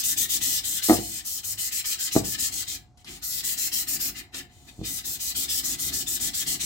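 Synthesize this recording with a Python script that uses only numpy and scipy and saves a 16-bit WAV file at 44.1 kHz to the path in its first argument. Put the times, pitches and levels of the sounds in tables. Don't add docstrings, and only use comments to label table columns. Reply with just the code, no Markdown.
import sys
import numpy as np
from scipy import signal
from scipy.fft import rfft, irfft, next_fast_len
from scipy.io import wavfile
from scipy.ndimage import uniform_filter1d, map_coordinates

SR = 44100
rng = np.random.default_rng(int(sys.argv[2]) if len(sys.argv) > 2 else 0)


def wav_out(sig):
    wavfile.write(sys.argv[1], SR, np.round(np.clip(np.atleast_2d(sig).T, -1, 1) * 32767).astype(np.int16))


N = 293265


def undb(db):
    return 10 ** (np.asarray(db) / 20)


def at(points, hz):
    f, v = np.transpose(points)
    return np.interp(np.log(hz + 1), np.log(f), v)


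def colour(x, db_of_hz):
    n = x.shape[-1]
    size = next_fast_len(n + 2048)
    hz = np.arange(size // 2 + 1) * SR / size
    return irfft(rfft(x, size) * undb(db_of_hz(hz)), size)[..., :n]


def unit(x):
    return x / np.sqrt(np.mean(x ** 2))


def bump(f, hz, width_hz):
    return 1 / (1 + (2 * (f - hz) / width_hz) ** 2)


def ease(u):
    return np.sin(np.pi / 2 * np.clip(u, 0, 1)) ** 2


def walk(rate):
    k = max(int(SR / rate), 1)
    steps = np.repeat(rng.standard_normal(N // k + 1), k)
    return unit(uniform_filter1d(steps, k)[:N])


def delay(x, ms):
    return map_coordinates(x, [np.arange(N) - ms * SR / 1000], order=3)


def add(out, x, s):
    i = int(round(s * SR))
    x = x[max(-i, 0):max(N - i, 0)]
    out[max(i, 0):max(i, 0) + len(x)] += x


def both_ports(x, lead_ms=0.16):
    return np.array([x, delay(x, lead_ms)])


# (frequency [Hz], relative density [dB per Hz])
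AIR_COLOUR = [(25, -16), (50, 4.5), (100, 7), (200, -8), (350, -11.5), (520, -21), (800, -11.5),
              (1100, -22.5), (2500, -40), (6000, -29), (15000, -59)]
AIR_DB, WHINE_HZ, WHINE_WIDTH_HZ, WHINE_DB = -56, 726, 8.5, -69.5


def air():
    common, left, right = rng.standard_normal((3, N))
    noise = unit(colour(common + .5 * np.array([left, right]), lambda f: at(AIR_COLOUR, f)))
    noise = noise * undb(2 * walk(4.89))
    whine_hz = WHINE_HZ + WHINE_WIDTH_HZ * walk(60)
    whine = unit(np.sin(2 * np.pi * np.cumsum(whine_hz) / SR))
    return undb(AIR_DB) * noise + undb(WHINE_DB) * whine


USUAL_S, SPEED_UP_S, SLOW_DOWN_S, EASE_POWER = .14, 0.031, 0.045, 0.39
LIGHT_EASE_S = 0.03
OUT_LEAN_DB, BACK_LEAN_DB = -3, 2.5


def stroke(start, length, outward, light):
    i = np.arange(max(int(start * SR), 0), min(int((start + length) * SR), N))
    t = i / SR - start
    slowness = (length / USUAL_S) ** EASE_POWER
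    speed_up = ease(t / (SPEED_UP_S * slowness + light * LIGHT_EASE_S))
    slow_down = ease((length - t) / (SLOW_DOWN_S * slowness))
    along = t / length
    lean_db = OUT_LEAN_DB if outward else BACK_LEAN_DB
    return i, along, speed_up * slow_down, undb(lean_db * (along - .5))


# (frequency [Hz], relative density [dB per Hz])
GRIT_COLOUR = [(300, -39), (600, -67), (1000, -25.5), (1500, -19), (2100, -7), (3400, -6.5), (4200, -3.5),
               (6000, 1), (8200, 2), (9700, -2.5), (11000, -6), (12700, -2.5), (15500, 0.5), (17000, -5)]
# (frequency [Hz], width [Hz], lift [dB])
WALL_RESONANCES = [(1273, 33, 5), (2103, 24, -2), (2510, 590, -2.5), (3083, 85, 4), (3700, 59, 6.5),
                   (4064, 204, 4.5), (6060, 90, 0), (7490, 103, 9), (7900, 103, 2.5), (10460, 300, 2)]


def grit_noise(grain_db=3.5, chatter_db=0.22, shared=0.59, bite_db=2.5, bite_hz=3200, bite_width_hz=2500):
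    grains = rng.standard_normal((3, N))
    size_db = grain_db * np.minimum(rng.exponential(size=(3, N)), 5)
    grains = grains * undb(size_db) * undb(chatter_db * walk(170))
    grains = grains[1:] + shared * both_ports(grains[0])
    grit = unit(colour(grains, lambda f: at(GRIT_COLOUR, f)
                       + sum(db * bump(f, hz, width) for hz, width, db in WALL_RESONANCES)))
    bite = colour(grit, lambda f: 20 * np.log10(bump(f, bite_hz, bite_width_hz)))
    return grit + bite * (undb(bite_db * walk(35)) - 1)


# (frequency [Hz], relative density [dB per Hz])
RUMBLE_COLOUR = [(25, -18), (55, 2.5), (105, -2), (140, -0.5), (180, 2), (225, -1.5), (310, 2), (370, 0),
                 (440, -21), (540, -42.5), (720, -5.5), (900, -22), (2000, -20.5)]


def cup_shake(judder_db=3.0):
    noise = unit(colour(rng.standard_normal(N), lambda f: at(RUMBLE_COLOUR, f)))
    return noise * undb(judder_db * walk(15))


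# (start [s], length [s], relative level [dB])
STROKES_OUT_AND_BACK = [(-.1, 0.14, -26), (.019, 0.14, -26.5), (.158, 0.12, -26.5), (.278, 0.12, -27.5),
                        (.396, 0.23, -28), (.622, 0.2, -30), (.81, .19, -28), (.955, 0.28, -37),
                        (1.233, 0.19, -33), (1.422, 0.14, -32), (1.567, 0.15, -30), (1.703, 0.13, -30.5),
                        (1.835, 0.14, -29), (1.975, .130, -30), (2.105, 0.12, -29), (2.226, 0.15, -31),
                        (2.372, 0.14, -28.5), (2.505, 0.15, -31.6), (2.659, 0.13, -35), (2.96, 0.082, -62),
                        (3.045, 0.16, -46), (3.208, 0.23, -33.5), (3.423, 0.15, -30.5), (3.558, .151, -30),
                        (3.707, 0.15, -29.5), (3.86, 0.13, -29.5), (3.984, .14, -30.5), (4.13, 0.1, -40.5),
                        (4.318, 0.11, -39.5), (4.472, 0.44, -62), (4.66, 0.055, -50), (4.828, 0.2, -35.5),
                        (5.031, .16, -34), (5.183, .16, -32), (5.339, 0.14, -31), (5.471, 0.16, -28.5),
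                        (5.623, 0.15, -29.5), (5.772, 0.15, -29.5), (5.912, 0.14, -30),
                        (6.055, 0.14, -29.5), (6.188, 0.13, -29.5), (6.324, 0.13, -28.5),
                        (6.452, 0.13, -28), (6.584, 0.17, -29)]
# (time [s], lift of the wall resonance under the grip [dB],
# rasp [dB], sizzle [dB], relative rumble [dB])
GRIP_SHIFTS = [(0.05, 7.5, -8, 2.5, -31), (.7, 2.5, 0.5, -0.5, -38), (1.3, -1.5, -7, 1, -44),
               (1.8, -5, 2.5, 0.5, -41), (2.25, -0.5, -1.5, -2.5, -37.5), (2.7, 1, -2, -1, -38),
               (3.12, 2.5, -5.5, -1, -30), (3.33, 2, -3, 2.5, -42), (3.75, -6.5, 0, 1, -32),
               (4.15, -4, 1, 4, -30.5), (5.1, 2.5, -3, 2.5, -33), (5.7, 3, -2, -1, -30.5),
               (6.25, 3.5, -2.5, 0, -29), (6.63, 0.5, -2, -3, -26.5)]
# (frequency [Hz], spread [dB])
PATCHY_WALL = [(600, 6), (3000, 4.5), (6000, 2.5), (14000, 2)]
# (frequency [Hz], gain [dB])
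SLOW_GRIT_COLOUR = [(1500, 15), (4000, 7.5), (8000, -6.5), (13000, -24)]
FIRM_DB, LIGHT_DB, LIGHT_RASP_DB, LIGHT_SIZZLE_DB = -33, -42.5, 11.5, -6.5
OUT_RUMBLE_DB, FAINT_DB = 2.5, -42


def sanding(hiss_db=1.88, rumble_db=-20, grip_hz=3500, grip_width_hz=900,
            mirror=0.059, mirror_ms=0.814, travel_ms=0.24, drag=0.32):
    grit, shake = grit_noise(), cup_shake()
    hiss, rumble, place = np.zeros((2, N)), np.zeros(N), np.zeros(N)
    spots_hz = np.geomspace(600, 16000, 56)
    patches = rng.standard_normal((len(STROKES_OUT_AND_BACK), 2, len(spots_hz)))
    grip_s, *grip_curves = np.transpose(GRIP_SHIFTS)
    for k, (start, length, db) in enumerate(STROKES_OUT_AND_BACK):
        outward = k % 2 == 0
        light = ease((FIRM_DB - db) / (FIRM_DB - LIGHT_DB))
        i, along, speed, lean = stroke(start, length, outward, light)
        middle = start + length / 2
        grip_db, rasp_db, sizzle_db, low_db = (np.interp(middle, grip_s, curve) for curve in grip_curves)
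        rasp_db = rasp_db + light * LIGHT_RASP_DB
        sizzle_db = sizzle_db + light * LIGHT_SIZZLE_DB
        tone = [(700, rasp_db / 2), (2400, rasp_db), (5500, 0), (8500, 0), (13000, sizzle_db)]
        gripped = colour(grit[:, i], lambda f: at(tone, f) + grip_db * bump(f, grip_hz, grip_width_hz))
        first, last = (colour(gripped, lambda f: at(PATCHY_WALL, f) * np.interp(f, spots_hz, patch))
                       for patch in patches[k])
        scratch = first + ease(along) * (last - first)
        dull = colour(scratch, lambda f: at(SLOW_GRIT_COLOUR, f))
        moving = dull + speed * (scratch - dull)
        hiss[:, i] += moving * speed * lean * undb(db)
        shake_db = low_db + outward * OUT_RUMBLE_DB + min(db - FAINT_DB, 0)
        rumble[i] += shake[i] * speed ** drag * lean * undb(shake_db)
        place[i] += (-1) ** k * np.cos(np.pi * along)
    echo = np.array([delay(port, mirror_ms + travel_ms * place) for port in hiss])
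    return undb(hiss_db) * (hiss + mirror * echo), undb(rumble_db) * rumble


# (frequency [Hz], width [Hz], relative level [dB])
SINGING_TONES = [(1267, 13, -13), (2013, 11.8, -5.5), (2770, 21, -9), (4120, 19, 2.5), (4920, 12, 5),
                 (7420, 38, -2.5)]


def singing(hiss, sing_db, yielding=0.75, fall_s=0.12, wander_db=3):
    keep = np.exp(-np.log(1e3) / (fall_s * SR))
    power = signal.lfilter([1 - keep], [1, -keep], hiss[0] ** 2) + 1e-12
    drive, tones = rng.standard_normal((2, N)), 0
    for hz, width_hz, db in SINGING_TONES:
        mode = signal.lfilter(*signal.iirpeak(hz, hz / width_hz, fs=SR), drive)
        tones = tones + mode * undb(db + wander_db * walk(6))
    return unit(tones) * undb(sing_db + yielding * 10 * np.log10(power))


def ring(modes, t):
    return sum(undb(db - 60 * t / t60) * np.cos(2 * np.pi * hz * t) for hz, db, t60 in modes)


# (frequency [Hz], relative level [dB], t60 [s])
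BENDING_MODES = [(134, -15.5, 0.12), (171, -8, 0.11), (200, -15, 0.08)]
# (frequency [Hz], relative level [dB], t60 [s])
TABLE_MODES = [(53.3, -19, .5), (102.66, -23, 0.72), (256.5, -8, 0.12), (323, 3, 0.069), (367, -7, 0.079),
               (458, -8.5, 0.14), (585, -26, .07)]
# (frequency [Hz], relative level [dB], t60 [s])
CUP_MODES = [(595, -10.5, 0.15), (642, -4, 0.086), (713, -5.5, 0.13), (764, -26.5, 0.27), (750, -24, 0.1),
             (986, -26, 0.14), (1151, -12, 0.1), (1230, -22, .12), (1880, -7, 0.048)]
# (frequency [Hz], relative density [dB per Hz])
THUD_COLOUR = [(40, -23), (100, -11.5), (200, 0), (370, 5.5), (510, -17), (750, 3.5), (1020, -20),
               (1400, -10), (2000, -6), (3000, -8), (5000, -27), (12000, -30)]
# (time [s], relative level [dB], contact [ms], first bounce gap [s],
# loss per bounce [dB], share of the table's slow bending [dB], share of the cup's own ring [dB])
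BASE_KNOCKS = [(0.8967, -.5, 0.84, .0096, 3, -18, -2), (0.9316, -11.5, 1.2, 0.011, 12, -6, 7),
               (.988, -17.5, 1.8, 0.0082, 9, 8.5, -16), (2.1634, 0, 1.6, .0076, 9.5, 3.5, 1),
               (2.235, -22.5, 2, .02, 6.5, 8, -7), (4.791, -8, 10.8, 0.0104, 19, 5.5, 2),
               (4.814, -17, 3.1, 0.019, 10, 9, -3)]
BOUNCE_SHRINK = .92
GRAZE_LEAD_S, GRAZE_LOSS_DB = 0.0095, 14


def knocks(ring_db=-11.5, thud_db=-14.5, thud_t60=0.096, radiate_hz=45, count=5):
    out, t = np.zeros(N), np.arange(int(.7 * SR)) / SR
    bending, table, cup = ring(BENDING_MODES, t), ring(TABLE_MODES, t), ring(CUP_MODES, t)
    noise = rng.standard_normal((len(BASE_KNOCKS), count + 1, len(t)))
    thuds = unit(colour(noise, lambda f: at(THUD_COLOUR, f))) * undb(-60 * t / thud_t60)
    for (s, db, contact_ms, gap_s, loss_db, bend_db, cup_db), cracks in zip(BASE_KNOCKS, thuds):
        modes = undb(ring_db) * (table + undb(bend_db) * bending + undb(cup_db) * cup)
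        u = t[:400] * 1000 / contact_ms
        push = u * np.exp(-2 * np.pi * u)
        graze = [(s - GRAZE_LEAD_S, db - GRAZE_LOSS_DB)]
        bounces = [(s + gap_s * sum(BOUNCE_SHRINK ** j for j in range(k)), db - k * loss_db)
                   for k in range(count)]
        for (when, level_db), thud in zip(graze + bounces, cracks):
            hit = signal.fftconvolve(modes + undb(thud_db) * thud, push / push.sum())
            add(out, undb(level_db) * hit, when)
    return signal.sosfilt(signal.butter(2, radiate_hz, "high", fs=SR, output="sos"), out)


# (frequency [Hz], relative density [dB per Hz])
TICK_COLOUR = [(300, -2), (1000, -7), (2000, -12), (4200, 0.5), (8000, -6), (11000, -9), (16000, -26)]
# (time [s], relative level [dB], t60 [s])
PAPER_TOUCHES = [(2.973, -55.5, .06), (3.045, -46, 0.036), (3.076, -57, 0.027), (4.344, -36, 0.065),
                 (4.689, -55, .05)]


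def touches():
    out, t = np.zeros(N), np.arange(int(.15 * SR)) / SR
    noise = rng.standard_normal((len(PAPER_TOUCHES), len(t)))
    ticks = unit(colour(noise, lambda f: at(TICK_COLOUR, f)))
    for (s, db, t60), tick in zip(PAPER_TOUCHES, ticks):
        add(out, tick * undb(db - 60 * t / t60), s)
    return out


# (frequency [Hz], t60 [s])
ROOM_DECAY = [(100, 0.63), (400, 0.35), (1500, 0.3), (6000, 0.15), (15000, 0.17)]


def room(x, early_db, tail_db, early_t60, shared_hz=600):
    t = np.arange(int(.6 * SR)) / SR
    mid, side = rng.standard_normal((2, len(t)))
    side = colour(side, lambda f: 20 * np.log10((f + 1) / np.hypot(f, shared_hz)))
    noise = np.array([mid + side, mid - side]) / np.sqrt(2)
    tail = 0
    for hz, t60 in ROOM_DECAY:
        share = [(corner, float(corner == hz)) for corner, _ in ROOM_DECAY]
        band = colour(noise, lambda f: 20 * np.log10(at(share, f) + 1e-9))
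        tail = tail + band * undb(-60 * t / t60)
    tail = tail * ease(t / 0.028)
    early = noise[:, ::-1] * undb(-60 * t / early_t60) * ease(t / 0.0011)
    response = (undb(early_db) * unit(early) + undb(tail_db) * unit(tail)) / np.sqrt(len(t))
    return x + signal.fftconvolve(x, response, axes=1)[:, :N]


def scene():
    hiss, rumble = sanding()
    scratching = room(hiss + singing(hiss, sing_db=-28.5), early_db=-4, tail_db=-10, early_t60=0.049)
    handling = room(both_ports(rumble + touches()), early_db=2.0, tail_db=-4.5, early_t60=0.092)
    knocking = room(both_ports(knocks()), early_db=-6, tail_db=-16.0, early_t60=0.046, shared_hz=350)
    return scratching + handling + knocking + air()


# (frequency [Hz], difference [dB])
PORT_BALANCE = [(60, -3.5), (140, 4), (300, -3), (500, 3.5), (750, -4), (1200, 3), (3000, 4), (4300, 3),
                (6000, 3.5), (8700, 4.5), (10000, 1), (11600, 6.5), (13500, 1), (15500, 3.5)]
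TOP_HZ = 15800


def record(dry):
    ports = colour(dry, lambda f: np.array([[.5], [-.5]]) * at(PORT_BALANCE, f))
    return signal.sosfilt(signal.ellip(12, .1, 80, TOP_HZ, fs=SR, output="sos"), ports)


dry = scene()
out = record(dry)
wav_out(out)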